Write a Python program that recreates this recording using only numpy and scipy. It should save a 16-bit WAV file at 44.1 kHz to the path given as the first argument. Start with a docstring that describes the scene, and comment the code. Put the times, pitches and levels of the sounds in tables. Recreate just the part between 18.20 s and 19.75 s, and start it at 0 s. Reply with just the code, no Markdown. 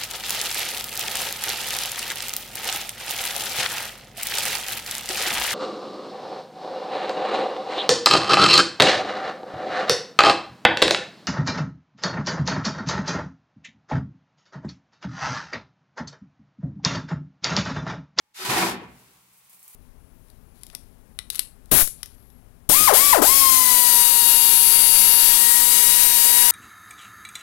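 """A metal shovel is driven into loose grain in a wooden box, in a small concrete store room.
Kernels rush over the blade, which sticks and slips, ringing itself and the boards with jolts,
groans and a hollow boom. Then the load is lifted: it shifts on the blade, grain trickles back
onto the heap and stray kernels tick as they bounce. Bare walls echo over a faint hum."""
import sys
import numpy as np
from scipy import signal
from scipy.fft import rfft, irfft
from scipy.io import wavfile
from scipy.ndimage import uniform_filter1d

SR = 44100
rng = np.random.default_rng(int(sys.argv[2]) if len(sys.argv) > 2 else 0)


def inscribe(sig):
    """Save sig as 16-bit PCM at rate SR to the path in sys.argv[1].

    A 1-D sig is mono; a 2-D sig holds one channel per row.
    Samples are clipped to [-1, 1] before scaling.
    """
    pcm = np.round(np.clip(np.atleast_2d(sig).T, -1, 1) * 32767)
    wavfile.write(sys.argv[1], SR, pcm.astype(np.int16))


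N = 68355
TIME = np.arange(N) / SR
BIN_HZ = np.arange(N + 1) * SR / (2 * N)


def amp(db):
    """Decibels to gain."""
    return 10 ** (np.asarray(db) / 20)


def unit(x):
    """Scale to rms 1."""
    return x / np.sqrt(np.mean(x ** 2))


def fader(table, column=1):
    """Gain over time from one dB column of an envelope."""
    rows = np.array(table)
    return amp(np.interp(TIME, rows[:, 0], rows[:, column]))


def per_bin(points):
    """Join (frequency, value) points on a log-frequency axis."""
    hz, value = np.array(points).T
    return np.interp(np.log(BIN_HZ + 1), np.log(hz), value)


def shape(x, gain):
    """Filter with one gain per frequency."""
    return irfft(rfft(x, 2 * N) * gain)[..., :N]


def colour(x, eq):
    """EQ a white sound and keep its power."""
    return shape(x, unit(amp(per_bin(eq))))


def noise():
    """Two unrelated white noises."""
    return rng.standard_normal((2, N))


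def clicks(per_s, spread_db):
    """Two streams of random impacts of uneven size, rms 1."""
    size = amp(spread_db * np.clip(noise(), -2, 2)) * np.sign(noise())
    return unit(size * (rng.random((2, N)) < per_s / SR))


def wander(bandwidth_hz):
    """Smooth random modulation, rms 1."""
    return unit(shape(noise()[0], np.exp(-(BIN_HZ / bandwidth_hz) ** 2)))


def fade(start, decay_s):
    """Instant attack, exponential decay."""
    age = TIME - start
    return (age >= 0) * np.exp(-np.abs(age) / decay_s)


def ring(modes, t60_scale=1):
    """A body's answer to one tap: decaying sines of alternating polarity."""
    out = 0
    for k, (hz, db, t60) in enumerate(modes):
        decay = fade(0, t60 * t60_scale / np.log(1000))
        out = out + (-1) ** k * amp(db) * np.sin(2 * np.pi * hz * TIME) * decay
    return out


def convolve(x, response):
    """Play a stereo signal through a response."""
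    return signal.fftconvolve(x, np.atleast_2d(response), axes=1)[:, :N]


# stereo image (frequency [Hz], left-right correlation [0-1])
CORRELATION = [(100, 0.93), (350, .88), (750, 0.49), (1500, 0.09), (3500, 0.08), (16000, 0)]
def stereo(pair, left_treble_db=0.3):
    """Blend two unrelated signals into left and right: narrow bass, wide treble."""
    alike = np.clip(per_bin(CORRELATION), 0, 1)
    blend = np.arcsin(alike) / 2
    lean = amp(np.array([[1], [-1]]) * left_treble_db * (1 - alike) / 2)
    return shape(pair, np.cos(blend) * lean) + shape(pair[::-1], np.sin(blend) * lean)


# EQ of the still air (frequency [Hz], gain [dB])
AIR_EQ = [(18, -58), (30, -12), (75, -16), (645, -24), (774, -37), (837, -6.5), (928, -18), (2250, -21.5),
          (15000, -32)]
# partials of the hum (frequency [Hz], level [dB])
HUM_PARTIALS = [(861, -93.5), (2196, -89.5)]
def room_tone(air_db=-73.5):
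    """A bed of still air with a faint hum."""
    hum = sum(np.sqrt(2) * amp(db) * np.sin(2 * np.pi * hz * TIME) for hz, db in HUM_PARTIALS)
    return amp(air_db) * stereo(colour(noise(), AIR_EQ)) + hum


# envelopes of the shovel stroke (time [s], slide level [dB], crunch level [dB])
STROKE_ENVELOPE = [(.132, -93, -100), (.146, -51, -69), (.165, -43, -63), (.205, -37.5, -44.5),
                   (.246, -36, -41.5), (.254, -30.5, -38.5), (.288, -31, -39), (.3, -26, -24.5),
                   (.36, -28, -27), (.39, -25, -29.5), (.435, -30, -23.5), (.452, -29.5, -32.5),
                   (.49, -30, -32.5), (.52, -37.5, -40), (.565, -57, -54), (.635, -90, -48.5),
                   (.7, -82, -59.5), (.8, -112, -79.5)]
# EQs of the bright slide and the mid-heavy crunch (frequency [Hz], gain [dB])
SLIDE_EQ = [(300, -40), (1500, -1.5), (3000, -0.5), (4500, 0.5), (6000, -2), (8500, -3.5), (12000, -5),
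            (14000, -9.5), (15500, -15.5)]
CRUNCH_EQ = [(100, -31), (220, -9.5), (420, -3), (560, -4.5), (750, -1.5), (1000, 0), (1500, -5),
             (1900, -5), (2500, -5.5), (3100, -13.5), (5000, -18.5), (16000, -31)]
def grain_rush():
    """Fine kernels hiss over the steel while coarser bursts crunch under the edge."""
    slide = clicks(per_s=9000, spread_db=5) * fader(STROKE_ENVELOPE, column=1)
    crunch = clicks(per_s=1800, spread_db=3) * fader(STROKE_ENVELOPE, column=2)
    return stereo(colour(slide, SLIDE_EQ) + colour(crunch, CRUNCH_EQ))


def stick_slip(modes, envelope):
    """Stick-slip pulses keep a body ringing; the ring is levelled, then follows the envelope."""
    body = stereo(convolve(clicks(per_s=420, spread_db=3), ring(modes)))
    power = uniform_filter1d(np.mean(body ** 2, axis=0), size=3000)
    return body / np.sqrt(power + 1e-9) * envelope


# modes of the free blade (frequency [Hz], relative level [dB], t60 [s])
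FREE_BLADE_MODES = [(825, 1, .25), (985, -2.5, 0.4), (1090, -1, 0.144), (1285, 1, 0.26), (1355, 0.5, 0.28),
                    (1508, 8, 0.13), (1781, 2, 0.41), (1918, 1, 0.22), (2125, -3.5, 0.116), (2506, 3, .2),
                    (2960, 1.5, .2), (3646, 3.5, 0.45), (3812, 5.5, 0.14), (4870, 5.5, 0.14)]
# envelope of its ring (time [s], level [dB])
ENTRY_ENVELOPE = [(.135, -90), (.15, -57.5), (.21, -38), (.27, -37), (.33, -40), (.45, -39.5), (.56, -65),
                  (.7, -105)]
def blade_entry():
    """The blade scrapes in and rings freely until it is buried."""
    return stick_slip(FREE_BLADE_MODES, fader(ENTRY_ENVELOPE))


# modes of the buried blade (frequency [Hz], relative level [dB], t60 [s])
BURIED_BLADE_MODES = [(685.6, -6, 0.21), (746.4, 0.5, 0.17), (818, -5, 0.24), (857, -2.5, 0.172),
                      (918, -1, 0.096), (982.4, 1, 0.2), (1130, -2.5, 0.13), (1370, -17, 0.11),
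                      (1800, -9, 0.17), (1880, -6.5, 0.13), (2163, -8, 0.14), (2320, -21, 0.07),
                      (2449, -9, 0.22)]
# envelopes of the judder (time [s], blade level [dB], board level [dB])
JUDDER_ENVELOPE = [(.14, -90, -100), (.2, -61, -66), (.28, -43.5, -43), (.31, -35.5, -37),
                   (.38, -27.5, -30.5), (.44, -35, -33), (.5, -41.5, -32.5), (.56, -57, -38),
                   (.64, -58, -47), (.76, -72, -60.5), (.9, -91, -74), (1.1, -100, -94)]
def blade_judder():
    """The buried blade sticks and slips in the grain with a darker ring."""
    return stick_slip(BURIED_BLADE_MODES, fader(JUDDER_ENVELOPE, column=1))


# modes of the wooden boards (frequency [Hz], relative level [dB], t60 [s])
BOARD_MODES = [(189.2, -1, 0.19), (242, 1, 0.27), (334.8, 3, .16), (392.6, -2.5, 0.24), (455.5, -1.5, 0.13),
               (560, -9, .1)]
def board_judder():
    """The stick-slip shakes the boards of the box."""
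    return stick_slip(BOARD_MODES, fader(JUDDER_ENVELOPE, column=2))


# modes of the hollow box (frequency [Hz], relative level [dB], t60 [s])
HOLLOW_MODES = [(63.6, -7.5, 0.52), (124.5, 0.5, 0.23), (182.4, 1, 0.26)]
# envelope of its boom (time [s], level [dB])
BOOM_ENVELOPE = [(.15, -91), (.21, -60), (.27, -50), (.36, -38.5), (.5, -45.5), (.58, -47.5), (.7, -52),
                 (.86, -64.5), (.96, -68), (1.2, -75.5), (1.55, -78.5)]
def box_boom():
    """The hollow box booms under the stroke and the falling grain."""
    return stick_slip(HOLLOW_MODES, fader(BOOM_ENVELOPE))


# groan cues (start [s], length [s], pitch [Hz], level [dB])
GROAN_CUES = [(0.19, 0.12, 371, -44), (0.284, 0.029, 131.6, -34), (0.379, 0.07, 181, -33)]
def groans(attack_s=0.011, release_s=0.02, pitch_waver=0.0144, flutter_db=3.5):
    """Brief wavering tones where the blade's chatter along the boards locks onto one resonance."""
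    out = 0
    for start, length, hz, db in GROAN_CUES:
        attack = np.clip((TIME - start) / attack_s, 0, 1)
        release = np.exp(-np.maximum(TIME - start - length, 0) / release_s)
        pitch = hz * (1 + pitch_waver * wander(bandwidth_hz=50))
        tone = np.sqrt(2) * np.sin(2 * np.pi * np.cumsum(pitch) / SR)
        level = amp(db + flutter_db * wander(bandwidth_hz=35))
        out = out + level * attack * release * tone
    return out


# sharp slips of the edge (time [s], ring level [dB], crack level [dB])
JOLT_CUES = [(.251, -42, -25), (.26, -31, -33), (.297, -31, -24.5), (.369, -15, -24), (.382, -27, -23),
             (.417, -26.5, -23), (.423, -18, -32), (.433, -22, -34), (.462, -21.5, -33.5),
             (.481, -25.5, -36)]
# EQ of the crack (frequency [Hz], gain [dB])
CRACK_EQ = [(100, -10.5), (400, -5.5), (2000, 3.5), (5000, -8), (12000, -9), (16000, -6)]
def edge_jolts(crack_decay_s=0.0053):
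    """The edge breaks free with a crack and a ring that the grain soon smothers."""
    taps, crack_envelope = np.zeros((2, N)), 0
    for start, ring_db, crack_db in JOLT_CUES:
        taps[:, int(start * SR)] += amp(ring_db)
        crack_envelope = crack_envelope + amp(crack_db) * fade(start, crack_decay_s)
    choked = ring(BURIED_BLADE_MODES, t60_scale=0.42)
    rings = convolve(taps, choked / np.abs(choked).max())
    return rings + stereo(colour(noise() * crack_envelope, CRACK_EQ))


# envelope of the falling grain (time [s], level [dB])
TRICKLE_ENVELOPE = [(.55, -85), (.7, -63), (.79, -56.5), (.9, -58), (1.1, -60.5), (1.18, -60),
                    (1.28, -59.5), (1.335, -56), (1.375, -59), (1.46, -57), (1.5, -55.5), (1.55, -57.5)]
# EQ of its patter (frequency [Hz], gain [dB])
TRICKLE_EQ = [(200, -12.5), (600, -6.5), (1050, 4.5), (1600, -4), (2300, 1.5), (3000, -1), (5500, -2),
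              (9000, 1), (13000, 0), (15500, -1.5)]
def trickle():
    """A thin stream runs off the lifted blade and lands on the heap."""
    impacts = clicks(per_s=5000, spread_db=3.5) * fader(TRICKLE_ENVELOPE)
    return stereo(colour(impacts, TRICKLE_EQ))


# envelope of the settling load (time [s], level [dB])
SHIFT_ENVELOPE = [(.6, -90), (.7, -61), (.8, -63), (.9, -64.5), (1., -71), (1.15, -75.5), (1.3, -90)]
# EQ of its dull crunch (frequency [Hz], gain [dB])
SHIFT_EQ = [(150, -5), (280, 3), (550, -3), (1000, -0.5), (1600, -2), (2500, -5.5), (5000, -10),
            (15500, -30)]
def load_shift():
    """The load shifts on the blade as it is raised."""
    impacts = clicks(per_s=1800, spread_db=3) * fader(SHIFT_ENVELOPE)
    return stereo(colour(impacts, SHIFT_EQ))


# kernel bounces (time [s], tick level [dB], scatter level [dB])
BOUNCE_CUES = [(1.129, -60, -56), (1.174, -59, -58), (1.245, -62, -60.5), (1.296, -47, -51.5),
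               (1.33, -49, -53.5), (1.345, -52, -65), (1.393, -47, -56), (1.429, -41, -52),
               (1.441, -55, -62), (1.479, -38, -49), (1.497, -52, -60), (1.53, -51, -52), (1.546, -45, -53)]
# EQ of the crisp bounces (frequency [Hz], gain [dB])
BOUNCE_EQ = [(400, -32), (1000, -15), (1600, -17), (2300, -5.5), (3000, -23), (6000, -7.5), (9000, 4),
             (13000, 4), (15500, 1.5)]
def stray_kernels(tick_decay_s=0.0022, scatter_decay_s=0.04):
    """Stray kernels bounce, each a sharp tick with a short scatter after it."""
    tick_envelope = sum(amp(db) * fade(start, tick_decay_s) for start, db, _ in BOUNCE_CUES)
    scatter_envelope = sum(amp(db) * fade(start, scatter_decay_s) for start, _, db in BOUNCE_CUES)
    ticks = noise() * tick_envelope
    scatter = clicks(per_s=5000, spread_db=3.5) * scatter_envelope
    return stereo(colour(ticks + scatter, BOUNCE_EQ))


# reverb time of the store room (frequency [Hz], t60 [s])
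REVERB_TIMES = [(100, 0.9), (300, .5), (1000, .5), (2500, 0.5258), (3400, 0.39), (5000, 0.2346),
                (8000, 0.14), (16000, 0.15)]
def reverb(x, wet_db=-9, predelay_s=0.005):
    """Diffuse echoes from bare concrete walls; the treble dies first."""
    hiss, tail = noise(), 0
    centres = np.geomspace(60, 16000, 17)
    hz, t60 = np.array(REVERB_TIMES).T
    for centre in centres:
        band = per_bin([(other, float(other == centre)) for other in centres])
        decay_s = np.interp(centre, hz, t60) / np.log(1000)
        tail = tail + shape(hiss, band) * fade(predelay_s, decay_s)
    return amp(wet_db) * stereo(convolve(x, unit(tail) / np.sqrt(N)))


def scene():
    """Blade and grain feed the reverb; the box stays dry, over the room tone."""
    blade = blade_entry() + blade_judder() + edge_jolts()
    box = board_judder() + box_boom() + groans()
    grain = grain_rush() + load_shift() + trickle() + stray_kernels()
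    return blade + grain + reverb(blade + grain) + box + room_tone()


def record(dry, low_cut_hz=62, high_cut_hz=15750):
    """Master filters trim the deepest bass and the very top."""
    low_cut = signal.butter(2, low_cut_hz, "high", fs=SR, output="sos")
    high_cut = signal.ellip(10, .2, 80, high_cut_hz, fs=SR, output="sos")
    return signal.sosfilt(high_cut, signal.sosfilt(low_cut, dry))


dry = scene()
out = record(dry)
inscribe(out)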